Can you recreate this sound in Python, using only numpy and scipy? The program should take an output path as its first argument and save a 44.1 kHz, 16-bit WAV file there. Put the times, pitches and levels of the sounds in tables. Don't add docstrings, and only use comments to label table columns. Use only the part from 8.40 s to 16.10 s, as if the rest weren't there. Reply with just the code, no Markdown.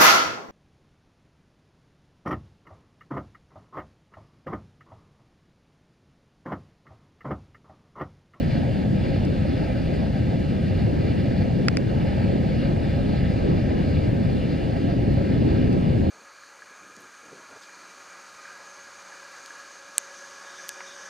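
import sys
import numpy as np
from scipy import signal
from scipy.fft import rfft, irfft, next_fast_len
from scipy.io import wavfile
from scipy.ndimage import uniform_filter1d, map_coordinates

SR = 44100
rng = np.random.default_rng(int(sys.argv[2]) if len(sys.argv) > 2 else 0)


def master_out(mix):
    frames = np.transpose(np.atleast_2d(mix))
    ceiling = np.clip(frames, -1, 1)
    pcm = np.round(ceiling * 32767).astype(np.int16)
    wavfile.write(sys.argv[1], SR, pcm)


N = 339570


def amp(db):
    return 10 ** (np.asarray(db) / 20)


def unit(x):
    return x / np.sqrt(np.mean(x ** 2) + 1e-20)


def along(points, hz):
    f, *columns = np.transpose(points)
    return [np.interp(np.log(hz + 1), np.log(f + 1), column) for column in columns]


def curves(rows):
    s, *columns = np.transpose(rows)
    return [np.interp(np.arange(N) / SR, s, column) for column in columns]


def wobble(rate):
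    knots = rng.standard_normal(int(N * rate / SR) + 4)
    return map_coordinates(knots, [np.arange(N) * rate / SR])


def filtered(x, response):
    size = x.shape[-1]
    m = next_fast_len(size + SR // 2)
    spectrum = rfft(x, m) * response(np.fft.rfftfreq(m, 1 / SR))
    return irfft(spectrum, m)[..., :size]


def rush(spectrum, image, patchy_db, steady_s=.15):
    z = signal.stft(rng.standard_normal((2, N)), nperseg=512)[2]
    field = rng.standard_normal(z.shape[1:])
    field = uniform_filter1d(field, size=8, axis=0)
    field = uniform_filter1d(field, size=12, axis=1)
    pair = signal.istft(z * amp(patchy_db * unit(field)), nperseg=512)[1][:, :N]

    def mix(hz):
        half_turn = np.arccos(np.clip(along(image, hz)[0], 0, 1)) / 2
        return amp(along(spectrum, hz)[0]) * [np.cos(half_turn), np.sin(half_turn)]

    def ports(hz):
        _, lead, balance_db = along(image, hz)
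        left = amp(balance_db / 2) * np.exp(.5j * lead)
        return np.array([left, 1 / left])

    shared, apart = filtered(pair, mix)
    noise = filtered(np.array([shared + apart, shared - apart]), ports)
    span = max(int(steady_s * SR), 2)
    power = uniform_filter1d(np.mean(noise ** 2, axis=0), span)
    power = uniform_filter1d(power, span)
    return noise / np.sqrt(np.abs(power) + 1e-20)


# (time [s], level [dB])
EDDY_LEVELS = [(0.0, -30), (0.4, -33), (0.6, -31), (0.85, -28), (1.12, -28), (1.3, -30), (1.87, -28.5),
               (2.15, -31), (2.4, -26), (2.6, -31.5), (3.1, -29.5), (3.38, -36.5), (3.58, -28.5),
               (4.0, -31), (4.15, -30.5), (4.85, -27), (5.05, -28), (5.66, -25.5), (5.8, -31), (6.2, -31),
               (6.5, -30.5), (6.77, -25), (6.92, -36), (7.05, -25), (7.47, -31.5), (7.64, -25), (7.7, -28)]
BUFFET_LEVELS = [(0.0, -23.5), (0.19, -19.5), (0.33, -24), (0.53, -20), (0.7, -22.5), (1.15, -23.5),
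                 (1.35, -25.5), (1.72, -22.5), (1.86, -22), (2.0, -23), (2.27, -23), (2.42, -20.5),
                 (2.8, -22), (3.0, -21), (3.22, -21), (3.45, -23), (3.6, -21.5), (4.1, -22), (4.65, -23),
                 (4.77, -20), (5.02, -24.5), (5.12, -20), (5.3, -24.5), (5.52, -21.5), (5.72, -22),
                 (5.87, -20), (6.05, -24), (6.25, -25.5), (6.5, -22), (6.75, -20), (6.84, -24.5),
                 (6.93, -18), (7.11, -20.5), (7.27, -20.5), (7.55, -19.5), (7.7, -21.5)]
GUST_LEVELS = [(0.0, -28), (0.28, -29.5), (0.55, -29.5), (0.82, -25), (1.0, -29.5), (1.17, -26),
               (1.33, -30.5), (1.55, -27.5), (1.77, -31.5), (1.92, -27.5), (2.24, -31), (2.52, -25.7),
               (2.8, -26.5), (3.1, -31.5), (3.25, -25), (3.78, -29.5), (3.95, -25), (4.1, -29), (4.33, -25),
               (4.52, -30.5), (4.7, -25.5), (4.88, -30), (5.12, -21), (5.22, -30), (5.32, -23),
               (5.45, -27.5), (5.63, -25.5), (6.0, -27.5), (6.33, -27), (6.46, -25), (6.8, -25),
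               (6.93, -25), (7.1, -21.5), (7.3, -22), (7.55, -25.5), (7.7, -24)]
# (frequency [Hz], level [dB])
RUMBLE_SPECTRUM = [(10, -21.5), (22, -15), (45, -7), (65, -3.5), (85, -0.5), (105, -8), (140, -35.5),
                   (500, -120)]
BUFFET_SPECTRUM = [(50, -23), (80, -11.5), (100, -2.5), (118, 0.5), (150, -1.5), (205, -2.5), (245, -7.5),
                   (300, -14.5), (500, -45.5), (1700, -120)]
FLUTTER_SPECTRUM = [(120, -30), (200, -7.5), (255, -0.5), (320, -2), (440, -8), (600, -19.5), (850, -23.5),
                    (1100, -28), (1400, -44), (2500, -74), (6000, -120)]
# (frequency [Hz], left-right likeness [0 to 1], left lead [rad], left-right difference [dB])
WIND_STEREO = [(30, 0.995, 0, 0.3), (70, 0.99, 0, 1), (115, 0.91, -0.12, 2), (162, 0.79, -0.6, 2.1),
               (246, 0.9, -1.13, 0.5), (340, 0.73, -1.58, -0.3), (460, 0.79, -1.78, -0.5),
               (1110, 0.83, -3, -2.5)]
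RUMBLE_TRIM_DB, BUFFET_TRIM_DB, FLUTTER_TRIM_DB = 0.7, -0.82, -1.17


def wind():
    eddy_db, = curves(EDDY_LEVELS)
    buffet_db, = curves(BUFFET_LEVELS)
    gust_db, = curves(GUST_LEVELS)
    rumble = rush(RUMBLE_SPECTRUM, WIND_STEREO, patchy_db=0.5, steady_s=0.14)
    buffet = rush(BUFFET_SPECTRUM, WIND_STEREO, patchy_db=0.04, steady_s=0.18)
    flutter = rush(FLUTTER_SPECTRUM, WIND_STEREO, patchy_db=1.55, steady_s=0.12)
    return (amp(eddy_db + RUMBLE_TRIM_DB) * rumble
            + amp(buffet_db + BUFFET_TRIM_DB) * buffet
            + amp(gust_db + FLUTTER_TRIM_DB) * flutter)


# (time [s], level [dB])
SHAFT_LEVELS = [(0.0, -35), (1.65, -34.5), (2.35, -36.5), (3.1, -34), (3.45, -36.5), (3.9, -32.5),
                (4.15, -35), (4.9, -34), (6.0, -35.5), (6.32, -34), (6.6, -35), (7.25, -35.5), (7.7, -36.5)]
# (frequency [Hz], width at half amplitude [Hz], level over the broad roar [dB])
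HOLLOW_NOTES = [(525, 51, 5), (680, 44, 2.4), (780, 56, 3.5)]
# (frequency [Hz], level [dB])
ROAR_SPECTRUM = [(200, -24), (400, -8), (480, -1.5), (580, 0.5), (640, -4), (735, -7.5), (850, -9),
                 (950, -14), (1050, -27), (1250, -30), (2500, -73), (5000, -120)]
# (frequency [Hz], left-right likeness [0 to 1], left lead [rad], left-right difference [dB])
ROAR_STEREO = [(466, 0.71, -2, -2), (522, 1, 0.1, -3.5), (577, 0.69, -0.8, -4), (681, .35, -0.8, -9),
               (716, 0.3, -3, -6), (800, .35, -2.5, -7.5), (893, 0.37, -3, -2.5), (964, 0.83, -3, 5),
               (1060, 0.72, -3.5, 0)]
NOTE_SWING_DB, NOTE_KNOTS_PER_S = 1.2, 22
DRIFT_SHARE, DRIFT_KNOTS_PER_S = .016, 6


def shaft():
    roar_db, = curves(SHAFT_LEVELS)
    broad = rush(ROAR_SPECTRUM, ROAR_STEREO, patchy_db=1.8, steady_s=0.077)
    roar = broad.copy()
    for centre, width, db in HOLLOW_NOTES:
        note = filtered(broad, lambda hz: 1 / (1 + ((hz - centre) / (width / 2)) ** 2))
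        note_db = db + NOTE_SWING_DB * wobble(NOTE_KNOTS_PER_S)
        roar += (amp(note_db) - 1) * note
    clock = np.cumsum(1 + DRIFT_SHARE * wobble(DRIFT_KNOTS_PER_S))
    drifting = np.array([map_coordinates(side, [clock], order=3, mode="mirror") for side in roar])
    return amp(roar_db - 0.33 + 1.63 * wobble(55)) * unit(drifting)


# (time [s], level [dB])
SURGE_LEVELS = [(0.0, -41), (0.06, -44.5), (0.15, -39.4), (0.26, -45.5), (0.36, -43), (0.5, -47),
                (0.65, -41.5), (0.73, -42.8), (0.86, -44), (1.05, -44), (1.16, -42), (1.38, -43.5),
                (1.61, -43.5), (1.7, -46), (1.78, -44), (1.96, -45.3), (2.2, -44.5), (2.28, -44),
                (2.4, -42.5), (2.5, -44), (2.98, -42.5), (3.14, -45.5), (3.46, -45), (3.69, -42),
                (3.83, -42), (4.0, -45), (4.23, -41), (4.38, -46.5), (4.47, -42), (4.65, -44.5),
                (4.77, -42), (4.95, -44), (5.09, -43), (5.61, -43), (5.71, -45), (6.15, -43), (6.33, -44),
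                (6.47, -43.5), (6.6, -45.5), (6.94, -43), (7.06, -44.5), (7.16, -41.5), (7.34, -44.5),
                (7.7, -45)]
# (frequency [Hz], level [dB])
HISS_SPECTRUM = [(800, -46.5), (1120, -7), (1300, -4), (1420, -8.5), (1590, 0.5), (1900, -2), (2400, -1.95),
                 (2560, -5), (2850, -2.5), (3200, -11.5), (3450, -7.5), (3800, -12), (4300, -8),
                 (5000, -12.5), (5700, -33), (8000, -73.5)]
FIZZ_SPECTRUM = [(4000, -24.5), (5400, 1), (7400, -4.5), (9100, -8), (10500, -10.5), (13000, -16),
                 (15000, -22)]
# (frequency [Hz], left-right likeness [0 to 1], left lead [rad], left-right difference [dB])
HISS_STEREO = [(1150, .8, 3, 0.5), (1260, 0.28, 1.5, 7.5), (1330, 0.96, -0.25, 7), (1410, .45, 2, 2),
               (1534, 0.75, 1, 8.5), (1620, 0.87, 0.83, 6), (1800, 1, 0.1, -0.5), (2020, 1, -0.4, 2),
               (2200, 0.99, 1.3, 0.5), (2480, 1, -0.86, 0.5), (3000, 0.97, 0.5, 0), (3300, 0.76, 0.46, 2.5),
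               (3660, 0.87, 0.2, 0.5), (4270, 0.83, 1.03, 2.4), (4950, 0.87, 0.3, 1)]
FIZZ_STEREO = [(5900, 0.3, .3, 0.002), (7200, .23, 0, 0.0032), (10000, .42, 0, 0), (15000, .65, 0, 0)]


def steam():
    hiss_db, = curves(SURGE_LEVELS)
    sputter_db = 0.67 * wobble(40)
    jets = rush(HISS_SPECTRUM, HISS_STEREO, patchy_db=1.14, steady_s=0.091)
    fizz = rush(FIZZ_SPECTRUM, FIZZ_STEREO, patchy_db=1.1, steady_s=.2)
    surge_db = hiss_db - hiss_db.mean() + sputter_db
    return amp(hiss_db + 0.4 + sputter_db) * jets + amp(-62.0 + .2 * surge_db) * fizz


# (time [s], peak level [dB], brightness [dB per octave], rebound delay [s],
# region that the struck spot favours [Hz], its gain [dB], region that it mutes [Hz], its gain [dB])
DROP_TAPS = [(0.8511, -31, 9, 0.0019, 2100, 0, 4000, -7), (3.2839, -3.5, 0, 0.00154, 1850, 1, 4020, -1),
             (3.3706, -10.5, 3, 0.0012, 2030, 8, 4000, -7), (7.3293, -35, 10, 0.0014, 2100, 0, 4000, -6)]
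# (frequency [Hz], level [dB], 60 dB decay time [s], left lead [rad], left-right difference [dB])
HOUSING_MODES = [(1110, -7.5, 0.0011, -1.5, -7), (1420, -5, 0.0048, 1.32, -8.5),
                 (2180, -5.5, 0.0037, 0.1, 4.5), (2506, -6.5, 0.0049, 0.5, -7),
                 (3250, -5.5, 0.0017, 3.5, 3.5), (4880, -6, 0.0048, 2.58, 2.6),
                 (5430, -10.5, 0.0044, 3, -4.5), (6740, -11.5, 0.0018, 2, 3.9), (7660, -12, 0.003, 3, -6),
                 (9070, -12.6, .002, 3.5, 4.3)]
CONTACT_S, REBOUND_SHARE = .0000256, 0.24
REGION_OCTAVES, RADIATES_ABOVE_HZ = 0.193, 980


def drops():
    out = np.zeros((2, N + SR))
    t = np.arange(SR // 20) / SR
    sides = np.array([[.5], [-.5]])
    margin = SR // 100
    lowest_hz = HOUSING_MODES[0][0]
    for s, db, bright_db, rebound_s, knock_hz, knock_db, node_hz, node_db in DROP_TAPS:
        ring = 0
        for k, (hz, level, t60, lead, balance_db) in enumerate(HOUSING_MODES):
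            gain = amp(level + sides * balance_db + bright_db * np.log2(hz / lowest_hz))
            decay = np.exp(-np.log(1000) * t / t60)
            ring = ring + (-1) ** k * gain * decay * np.sin(2 * np.pi * hz * t + sides * lead)

        def strike(hz):
            contact = np.exp(-.5 * (2 * np.pi * hz * CONTACT_S) ** 2)
            rebound = 1 + REBOUND_SHARE * np.exp(-2j * np.pi * hz * rebound_s)
            near = lambda centre: np.exp(-(np.log2((hz + 1) / centre) / REGION_OCTAVES) ** 2)
            spot = amp(knock_db * near(knock_hz) + node_db * near(node_hz))
            radiated = 1 / np.sqrt(1 + (RADIATES_ABOVE_HZ / (hz + 1)) ** 10)
            return contact * rebound * radiated * spot

        tap = filtered(np.pad(ring, ((0, 0), (margin, 0))), strike)
        start = round(s * SR) - margin
        out[:, start:start + tap.shape[1]] += amp(db) * tap / np.abs(tap).max()
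    return out[:, :N]


def scene():
    return wind() + shaft() + steam() + drops()


TOP_HZ = 15300


def record(dry):
    margin = SR // 10
    extended = np.pad(dry, ((0, 0), (margin, margin)), mode="reflect")
    return filtered(extended, lambda hz: hz < TOP_HZ)[:, margin:-margin]


dry = scene()
out = record(dry)
master_out(out)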